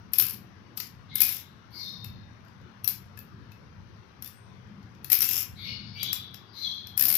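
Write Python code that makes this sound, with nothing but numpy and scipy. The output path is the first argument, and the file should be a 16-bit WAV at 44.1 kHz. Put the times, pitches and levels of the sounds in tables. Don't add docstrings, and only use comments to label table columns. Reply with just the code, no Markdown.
import sys
import numpy as np
from scipy import signal
from scipy.fft import rfft, irfft, next_fast_len
from scipy.io import wavfile
from scipy.ndimage import uniform_filter1d

SR = 44100
rng = np.random.default_rng(int(sys.argv[2]) if len(sys.argv) > 2 else 0)


def invert_db(x):
    u = np.asarray(x, float) / 20
    return 10 ** u


def materialize(psi):
    bounded = np.clip(np.atleast_2d(psi).T, -1, 1)
    quanta = np.round(bounded * 32767).astype(np.int16)
    wavfile.write(sys.argv[1], SR, quanta)


N = 316197

# frequency in Hz, level in dB, t60 in seconds.
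RINGS = [(1733, -34, .05), (2655, -31, .06), (3600, -34, .04), (5000, -32, .03), (5700, -30, .05),
         (7350, -36, .04), (10700, -22, .04), (11300, -24, .04), (11830, -24, .04), (12250, -20, .04),
         (12500, -22, .04), (12750, -14, .05), (13000, -22, .04), (13400, -23, .04), (14250, -22, .05),
         (14500, -25, .04), (15200, -25, .03)]


def read(points, hz):
    f, value = np.transpose(points)
    return np.interp(np.log(hz + 1), np.log(f + 1), value)


def evened(x):
    return x / np.sqrt(np.mean(x ** 2) + 1e-20)


def add(mix, s, sound):
    part = mix[max(round(s * SR), 0):][:len(sound)]
    part += sound[:len(part)]


def resonate(x, hz, width_hz):
    turn = np.exp(2j * np.pi * np.cumsum(hz) / SR)
    r = np.exp(-np.pi * width_hz / SR)
    return 2 * (turn * signal.lfilter([1 - r], [1, -r], x / turn)).real


def clacks():
    contact_ms, contact_spread = 4.04, 0.25
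    patch_hz, patch_spread_hz = 12600, 280
    grit_db, ring_spread_db, dull_stretch = 6, 4, 1.8
    s, bright_db, dull_db = contacts()
    length, patch = rng.standard_normal((len(s), 2)).T[:, :, None]
    ms = contact_ms * np.exp(contact_spread * length)
    tone_hz = patch_hz + patch_spread_hz * patch

    draws = rng.standard_normal((len(s), 2048 + len(RINGS)))
    grit = draws[:, :1024] * invert_db(grit_db * uniform_filter1d(draws[:, 1024:2048], size=9))
    u = np.arange(1024) / SR * 1000 / ms
    quick, slow = (rfft(grit * v ** 1.17 * np.exp(-3.4 * v), 8192) for v in (u, u / dull_stretch))
    hz, dull, bright = steel(invert_db(ring_spread_db * draws[:, 2048:]))
    bright = bright * (1 + 0.5 / (1 + ((hz - tone_hz) / 500) ** 2))

    out = np.zeros(N)
    for part, level_db, size in ((quick * bright, bright_db, 60), (slow * dull, bright_db + dull_db, 90)):
        sound = irfft(part)
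        peak = np.sqrt(2 * uniform_filter1d(sound ** 2, size).max(1, keepdims=True))
        for at, one in zip(s[:, 0], sound * invert_db(level_db - 0.25) / peak):
            add(out, at - 75 / SR, one)
    return out


def contacts():
    # time in seconds, bright peak in dB, dull part relative to it in dB.
    blows = [(.1335, -10.5, -15), (.1565, -25.5, -9), (.7732, -20, -9.5), (.8004, -19, -8.5),
             (1.1554, -9, -18), (1.1808, -25, -5), (1.2124, -9.5, -12.5), (2.0444, -27, -10),
             (2.4489, -56, 0), (2.4813, -57.5, 4), (2.6128, -64, 6), (2.8441, -15, -18),
             (3.1735, -36, -8.5), (3.1896, -30, -14.5), (3.518, -45, -3), (4.2233, -23.5, -14),
             (4.6727, -69, 10), (4.8278, -61, 3.5), (4.9492, -59.5, 4), (5.0446, -22.5, -11.5),
             (5.1001, -11, -16.5), (5.2237, -7.5, -13), (6.0299, -15.5, -8), (6.1298, -9, -12),
             (6.3427, -31.5, -2.5), (6.8701, -30.5, -6), (6.8961, -62, 0), (6.9753, -6.5, -18),
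             (7.1685, -14.5, -14)]
    # first and last bounce in seconds, first and last level in dB.
    bounces = [(0.1842, 0.2236, -0.5, -11), (0.24, 0.265, -18.5, -16.5), (0.283, 0.3086, -20, -19),
               (0.328, 0.343, -36.5, -28), (1.205, 1.218, -2.5, -1), (1.2337, 1.2667, -10.5, -16.5),
               (1.283, 1.2904, -17, -12), (1.3116, 1.3663, -19.5, -28), (2.8763, 2.886, -4.5, -17),
               (4.2455, 4.274, -26, -30.5), (5.1182, 5.1515, -0.5, -8.5), (5.17, 5.1883, -14, -12.5),
               (5.2058, 5.2547, -5.5, -16), (5.289, 5.332, -8.5, -15), (5.3485, 5.4046, -20, -15.5),
               (6.9947, 7.024, -5.5, -4.5), (7.037, 7.083, -7, -10), (7.0885, 7.1522, -8.5, -8.5)]
    bounce_counts = [4, 3, 3, 4, 2, 3, 2, 6, 2, 3, 4, 2, 5, 3, 3, 3, 4, 6]
    rock_db, beat_jitter_s = 2.5, 0.0003
    dull_db, dull_per_db = -18.5, 0.1392
    rows = [np.transpose(blows)]
    for (first, last, first_db, last_db), count in zip(bounces, bounce_counts):
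        rock = rock_db * (-1) ** np.arange(count) * (count > 3)
        db = np.linspace(first_db, last_db, count) - rock
        s = np.linspace(first, last, count) + beat_jitter_s * rng.standard_normal(count)
        rows.append([s, db, dull_db - dull_per_db * db])
    return np.hstack(rows)[:, :, None]


def steel(strengths, size=8192):
    # frequency in Hz, level in dB.
    colour = [(700, -28.5), (1100, -20.5), (2400, -11.5), (3500, -12), (5500, -6.5), (6500, -15.5),
              (7500, -13.5), (8300, -29.5), (9500, -23), (10700, -5.5), (11500, -6), (12600, 0.5),
              (14300, -2.5), (15400, -5)]
    split_hz, ring_share = 7700, 0.032
    hz, t = np.fft.rfftfreq(size, 1 / SR), np.arange(size) / SR
    f, db, t60 = np.transpose(RINGS)[:, :, None]
    rings = rfft(invert_db(db - 60 * t / t60) * np.sin(2 * np.pi * f * t) * ring_share)
    lead = np.exp(-2j * np.pi * hz * 64 / SR)
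    whole = (invert_db(read(colour, hz)) + strengths @ rings) * lead
    bright = 1 / (1 + (split_hz / (hz + 1)) ** 20)
    return hz, whole * (1 - bright), whole * bright


def chatter():
    # start, strongest and end in seconds, level in dB.
    spells = [(0.184, .25, 0.15, -40), (0.767, 0.77, 0.88, -28), (1.187, 1.23, 1.415, -21.5),
              (2.865, 2.883, 2.966, -27), (4.23, 4.263, 4.33, -40), (6.137, 6.141, 6.2, -40),
              (5.11, 5.126, 5.14, -10), (5.179, 5.25, 5.32, -17), (5.296, 5.354, 5.434, -11),
              (6.978, 6.985, 5.9, -25), (7.04, 7.078, 8.4, -22.5)]
    ticks_per_s, spread_db = 650, -5.5
    level_db, dull_db = -10.5, -9.5
    start_db, end_db = -9.5, -9
    t = np.arange(N) / SR
    ticks = invert_db(spread_db * np.minimum(rng.exponential(1, N), 3)) * (rng.random(N) < ticks_per_s / SR)
    ticks = signal.oaconvolve(ticks, rng.standard_normal(60) * np.hanning(60))[:N]
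    level = np.zeros(N)
    for *when, db in spells:
        level += invert_db(db + np.interp(t, when, [start_db, 0, end_db], -np.inf, -np.inf))
    _, dull, bright = steel(np.ones(len(RINGS)))
    dull, bright = irfft(dull), irfft(bright)
    body = bright / np.linalg.norm(bright) + invert_db(dull_db) * dull / np.linalg.norm(dull)
    shiver = evened(ticks) * uniform_filter1d(level, size=400)
    return invert_db(level_db) * signal.oaconvolve(shiver, body)[:N]


def pings():
    # start in seconds, frequency in Hz, level in dB.
    blade_rings = [(.801, 4985, -32), (0.801, 4500, -37), (.803, 5400, -37.5), (2.044, 2640, -46),
                   (2.845, 5740, -30), (2.845, 2640, -45), (2.878, 2720, -54), (2.877, 1620, -49),
                   (3.175, 2600, -46), (3.175, 1710, -41), (3.519, 2600, -47), (4.224, 5700, -46),
                   (4.258, 3580, -45), (4.259, 2670, -53), (5.1, 1900, -33.5), (5.101, 2680, -40.5),
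                   (5.12, 706, -48), (5.205, 2540, -47), (5.206, 5760, -20.5), (5.239, 2660, -34),
                   (5.284, 2680, -33), (1.22, 2476, -29.5), (6.029, 7080, -38), (6.131, 7460, -31),
                   (6.13, 5500, -44), (6.976, 7230, -31), (6.996, 5910, -26), (7.013, 1836, -28.5),
                   (7.024, 570, -44), (7.08, 794, -36.5)]
    # frequency in Hz, t60 in seconds.
    decay = [(600, .03), (1800, .06), (2650, .11), (4500, .06), (5700, .06), (7400, .07)]
    out, t = np.zeros(N), np.arange(8000) / SR
    for s, hz, db in blade_rings:
        ring = invert_db(db - 60 * t / read(decay, hz)) * np.sin(2 * np.pi * hz * t)
        add(out, s, ring * np.minimum(t / 0.00033, 1))
    return out


def bird():
    # start and length in seconds, start and end pitch in Hz, level in dB.
    rasps = [(1.08, .14, 3800, 3600, -44.5), (1.72, 0.078, 4430, 4930, -41),
             (1.78, 0.12, 6160, 5100, -50.5), (5.551, 0.122, 3930, 3500, -43),
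             (5.636, 0.096, 5540, 4200, -44), (5.647, 0.038, 2800, 2600, -44.5),
             (5.812, 0.073, 3700, 5300, -53), (5.95, .07, 2780, 3620, -41.5),
             (5.991, 0.1, 3350, 3580, -37.5), (5.957, 0.13, 5700, 5740, -51.5),
             (6.531, 0.099, 4000, 4260, -41), (6.44, 0.24, 4700, 4900, -57.5),
             (6.543, .14, 5860, 5900, -52), (4.3, 0.074, 8300, 8840, -64), (7.2, .1, 8000, 8100, -62.5)]
    # start and length in seconds, pitch in Hz, whistle level in dB, hiss level in dB.
    chirps = [
        (1.7, 0.11, 2166, -57.5, -56.5),
        (5.564, 0.13, 2200, -45.5, -59.5),
        (5.933, 0.098, 2300, -46.5, -61),
        (6.527, 0.12, 2166, -59, -56.5),
    ]
    # start and length in seconds, start and end pitch in Hz, level in dB.
    notes = [
        (1.105, .1, 2140, 2150, -46),
        (1.749, 0.1, 4190, 4220, -41.5),
        (1.797, 0.079, 3690, 3667, -41),
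        (5.663, 0.037, 2850, 2930, -46),
        (5.979, 0.074, 3777, 4013, -38.5),
        (6.024, 0.097, 3400, 3327, -40.5),
        (6.55, 0.141, 4116, 4087, -40),
        (6.618, 0.037, 3810, 3320, -33.5),
        (6.641, 0.042, 3374, 3267, -38.5),
    ]
    # frequency in Hz, level in dB.
    overtones = [(6000, -31.5), (8500, -29.5), (10000, -36.5), (11300, -29.5), (12500, -12)]
    rasp_width_hz, note_width_hz, low_width_hz = 620, 90, 140
    octave_db = 3
    hiss_hz, hiss_width_hz, hiss_stretch = 12580, 2800, 0.83
    parts = [(*row, rasp_width_hz) for row in rasps]
    for s, length, hz, db, hiss_db in chirps:
        parts.append((s, length, hz, hz, db, low_width_hz))
        parts.append((s, length, 2 * hz, 2 * hz, db + octave_db, 2 * low_width_hz))
        parts.append((s, length * hiss_stretch, hiss_hz, hiss_hz, hiss_db, hiss_width_hz))
    for s, length, hz0, hz1, db in notes:
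        for k in range(1, 4):
            partial_db = db + (k > 1) * read(overtones, k * hz1)
            parts.append((s, length, k * hz0, k * hz1, partial_db, note_width_hz))
    out = np.zeros(N)
    for s, *rest in parts:
        add(out, s, whistle(*rest))
    return out


def whistle(length_s, hz0, hz1, db, width_hz):
    hz = np.linspace(hz0, hz1, round(length_s * SR))
    breath = rng.standard_normal(SR // 4)[:len(hz)]
    swell = np.linspace(0.4, 1, len(hz)) * signal.windows.tukey(len(hz), 0.2)
    width_hz = max(width_hz, 65)
    tone = resonate(resonate(breath, hz, width_hz), hz, width_hz)
    return invert_db(db) * evened(tone) * swell


def echoes(x, t60s, onset_s):
    hz, t, z = signal.stft(rng.standard_normal((2, SR)), SR, nperseg=256)
    tail = signal.istft(z * invert_db(-60 * t / read(t60s, hz)[:, None]), SR, nperseg=256)[1]
    tail = tail * np.clip(np.arange(tail.shape[1]) / SR / onset_s, 0, 1) ** 2
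    return signal.fftconvolve(x[None], tail / np.linalg.norm(tail[0]), axes=1)[:, :N]


def shade(x):
    # frequency in Hz, level in dB.
    shadow = [(400, -1), (1100, -19), (2000, -7), (2600, -8), (3500, -7.5), (4500, -23.5), (6500, -40),
              (8300, -49), (10000, -45), (11500, -41), (12600, -52.5), (14300, -17.5), (15200, -6)]
    size = next_fast_len(N)
    hz = np.fft.rfftfreq(size, 1 / SR)
    shaded = irfft(rfft(x[1], size) * invert_db(read(shadow, hz)), size)[:N]
    return np.array([x[0], shaded])


def drones():
    # start and length in seconds, frequency in Hz, level in dB.
    engines = [
        (.05, 1.1, 197.2, -62),
        (4.6, 0.36, 185, -48),
    ]
    width_hz = 80
    out = np.zeros(N)
    for s, length, hz, db in engines:
        pitch = np.full(round(length * SR), hz)
        tone = resonate(rng.standard_normal(len(pitch)), pitch, width_hz)
        tone = resonate(tone, pitch, width_hz)
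        add(out, s, invert_db(db) * evened(tone) * np.hanning(len(tone)))
    return out * invert_db(np.array([[1.5], [-3]]))


def air():
    # frequency in Hz, level in dB per Hz.
    air_near = [(30, -113.5), (70, -80), (110, -63), (150, -77.5), (190, -69), (260, -81.5), (650, -91.5),
                (1100, -86), (1700, -89.5), (2500, -96.5), (6000, -102), (7200, -124), (12500, -120),
                (15000, -123)]
    air_shaded = [(30, -93), (110, -68), (150, -78.5), (190, -74.5), (260, -84.5), (650, -101.5),
                  (1100, -99), (2500, -104), (3400, -113), (4300, -121), (7200, -125), (15000, -125)]
    # frequency in Hz, correlation from 0 to 1.
    likeness = [(60, 0.67), (290, 0.67), (640, 0.032), (1400, 0.012)]
    # time in seconds, level in dB.
    rumble = [(0.0, -51.5), (0.02, -49), (1.9, -51.5), (2.18, -42), (2.33, -51), (3.93, -48.5),
              (4.11, -53.5), (4.77, -49.5), (5.13, -52.5), (5.55, -46), (6.11, -47), (6.63, -56.5),
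              (7.13, -45), (7.17, -51)]
    rumble_mean_db, patch_db = -48, 2.0
    frames, hz = N // 512 + 5, np.fft.rfftfreq(2048, 1 / SR)
    a, b, c, d, patches = rng.standard_normal((frames, 1025, 5)).T
    patches = evened(uniform_filter1d(uniform_filter1d(patches, size=8, axis=0), size=10, axis=1))
    swell_db = np.interp(np.arange(frames) * 512 / SR, *np.transpose(rumble)) - rumble_mean_db
    bass = 1 / (1 + (hz[:, None] / 300) ** 4)
    same = np.clip(read(likeness, hz), 0, 1)[:, None]
    near = a + 1j * b
    z = np.array([near, same * near + np.sqrt(1 - same ** 2) * (c + 1j * d)])
    colour_db = np.array([read(air_near, hz), read(air_shaded, hz)])[:, :, None]
    z = z * invert_db(colour_db + bass * swell_db + patch_db * patches)
    z = z / (1 + (32 / (hz[:, None] + 1)) ** 4)
    return invert_db(15.5) * signal.istft(z, nperseg=2048, noverlap=1536)[1][:, :N]


def scene():
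    # frequency in Hz, t60 in seconds.
    room = [(500, 0.32), (2000, 0.35), (5000, 0.28), (12000, 0.2)]
    # frequency in Hz, t60 in seconds.
    hall = [(2000, 0.56), (4000, 0.81), (7000, 0.42), (12000, 0.41)]
    room_db, hall_db, bird_direct_db = [[-4.5], [-1.5]], [[5], [5]], -5
    knife, chirps = clacks() + chatter() + pings(), bird()
    direct = np.array([knife, invert_db(-11) * np.roll(knife, 16)])
    near = direct + invert_db(room_db) * echoes(knife, room, 0.01)
    far = invert_db(bird_direct_db) * chirps + invert_db(hall_db) * echoes(chirps, hall, 0.011)
    return shade(near + far) + air() + drones()


def starve(x):
    # frequency in Hz, level in dB.
    mask = [(4300, -30), (7000, -33), (8000, -26), (8900, -27), (9700, -23), (10500, -42), (13000, -45),
            (15200, -36)]
    busy_db, faint_db, chance_db, smear = -72, -109.5, 4, 0.14
    hz, _, z = signal.stft(x, SR, nperseg=1024)
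    z, hz = z[:, :512], hz[:512, None]
    power = (abs(z) ** 2).reshape(2, 64, 8, -1).mean(2)
    loudest = np.repeat(power, 8, axis=1)[:, 70:].max((0, 1))
    chance = uniform_filter1d(rng.standard_normal(power.shape), size=3) * 1.7
    band = np.repeat(power * invert_db(2 * chance_db * chance), 8, axis=1)
    masked = (band < loudest * invert_db(2 * read(mask, hz))) & (loudest > invert_db(2 * busy_db))
    faint = band < invert_db(2 * faint_db)
    dropped = (masked | faint) & (hz > np.array([6600, 4300])[:, None, None])
    error = smear * np.exp(2j * np.pi * rng.random(z.shape)) * (hz > 2000)
    z = z * np.where(dropped, 0.03, 1 + error)
    return signal.istft(np.pad(z, ((0, 0), (0, 1), (0, 0))), SR, nperseg=1024)[1][:, :N]


def top_cut(x):
    return signal.sosfilt(signal.butter(12, 16650, fs=SR, output="sos"), x)


def record(dry):
    cut = signal.firwin(191, 15450, window=("kaiser", 7), fs=SR)[None]
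    mix = np.clip(signal.oaconvolve(dry, cut, "same"), -1, 1)
    return top_cut(starve(mix))


dry = scene()
out = record(dry)
materialize(out)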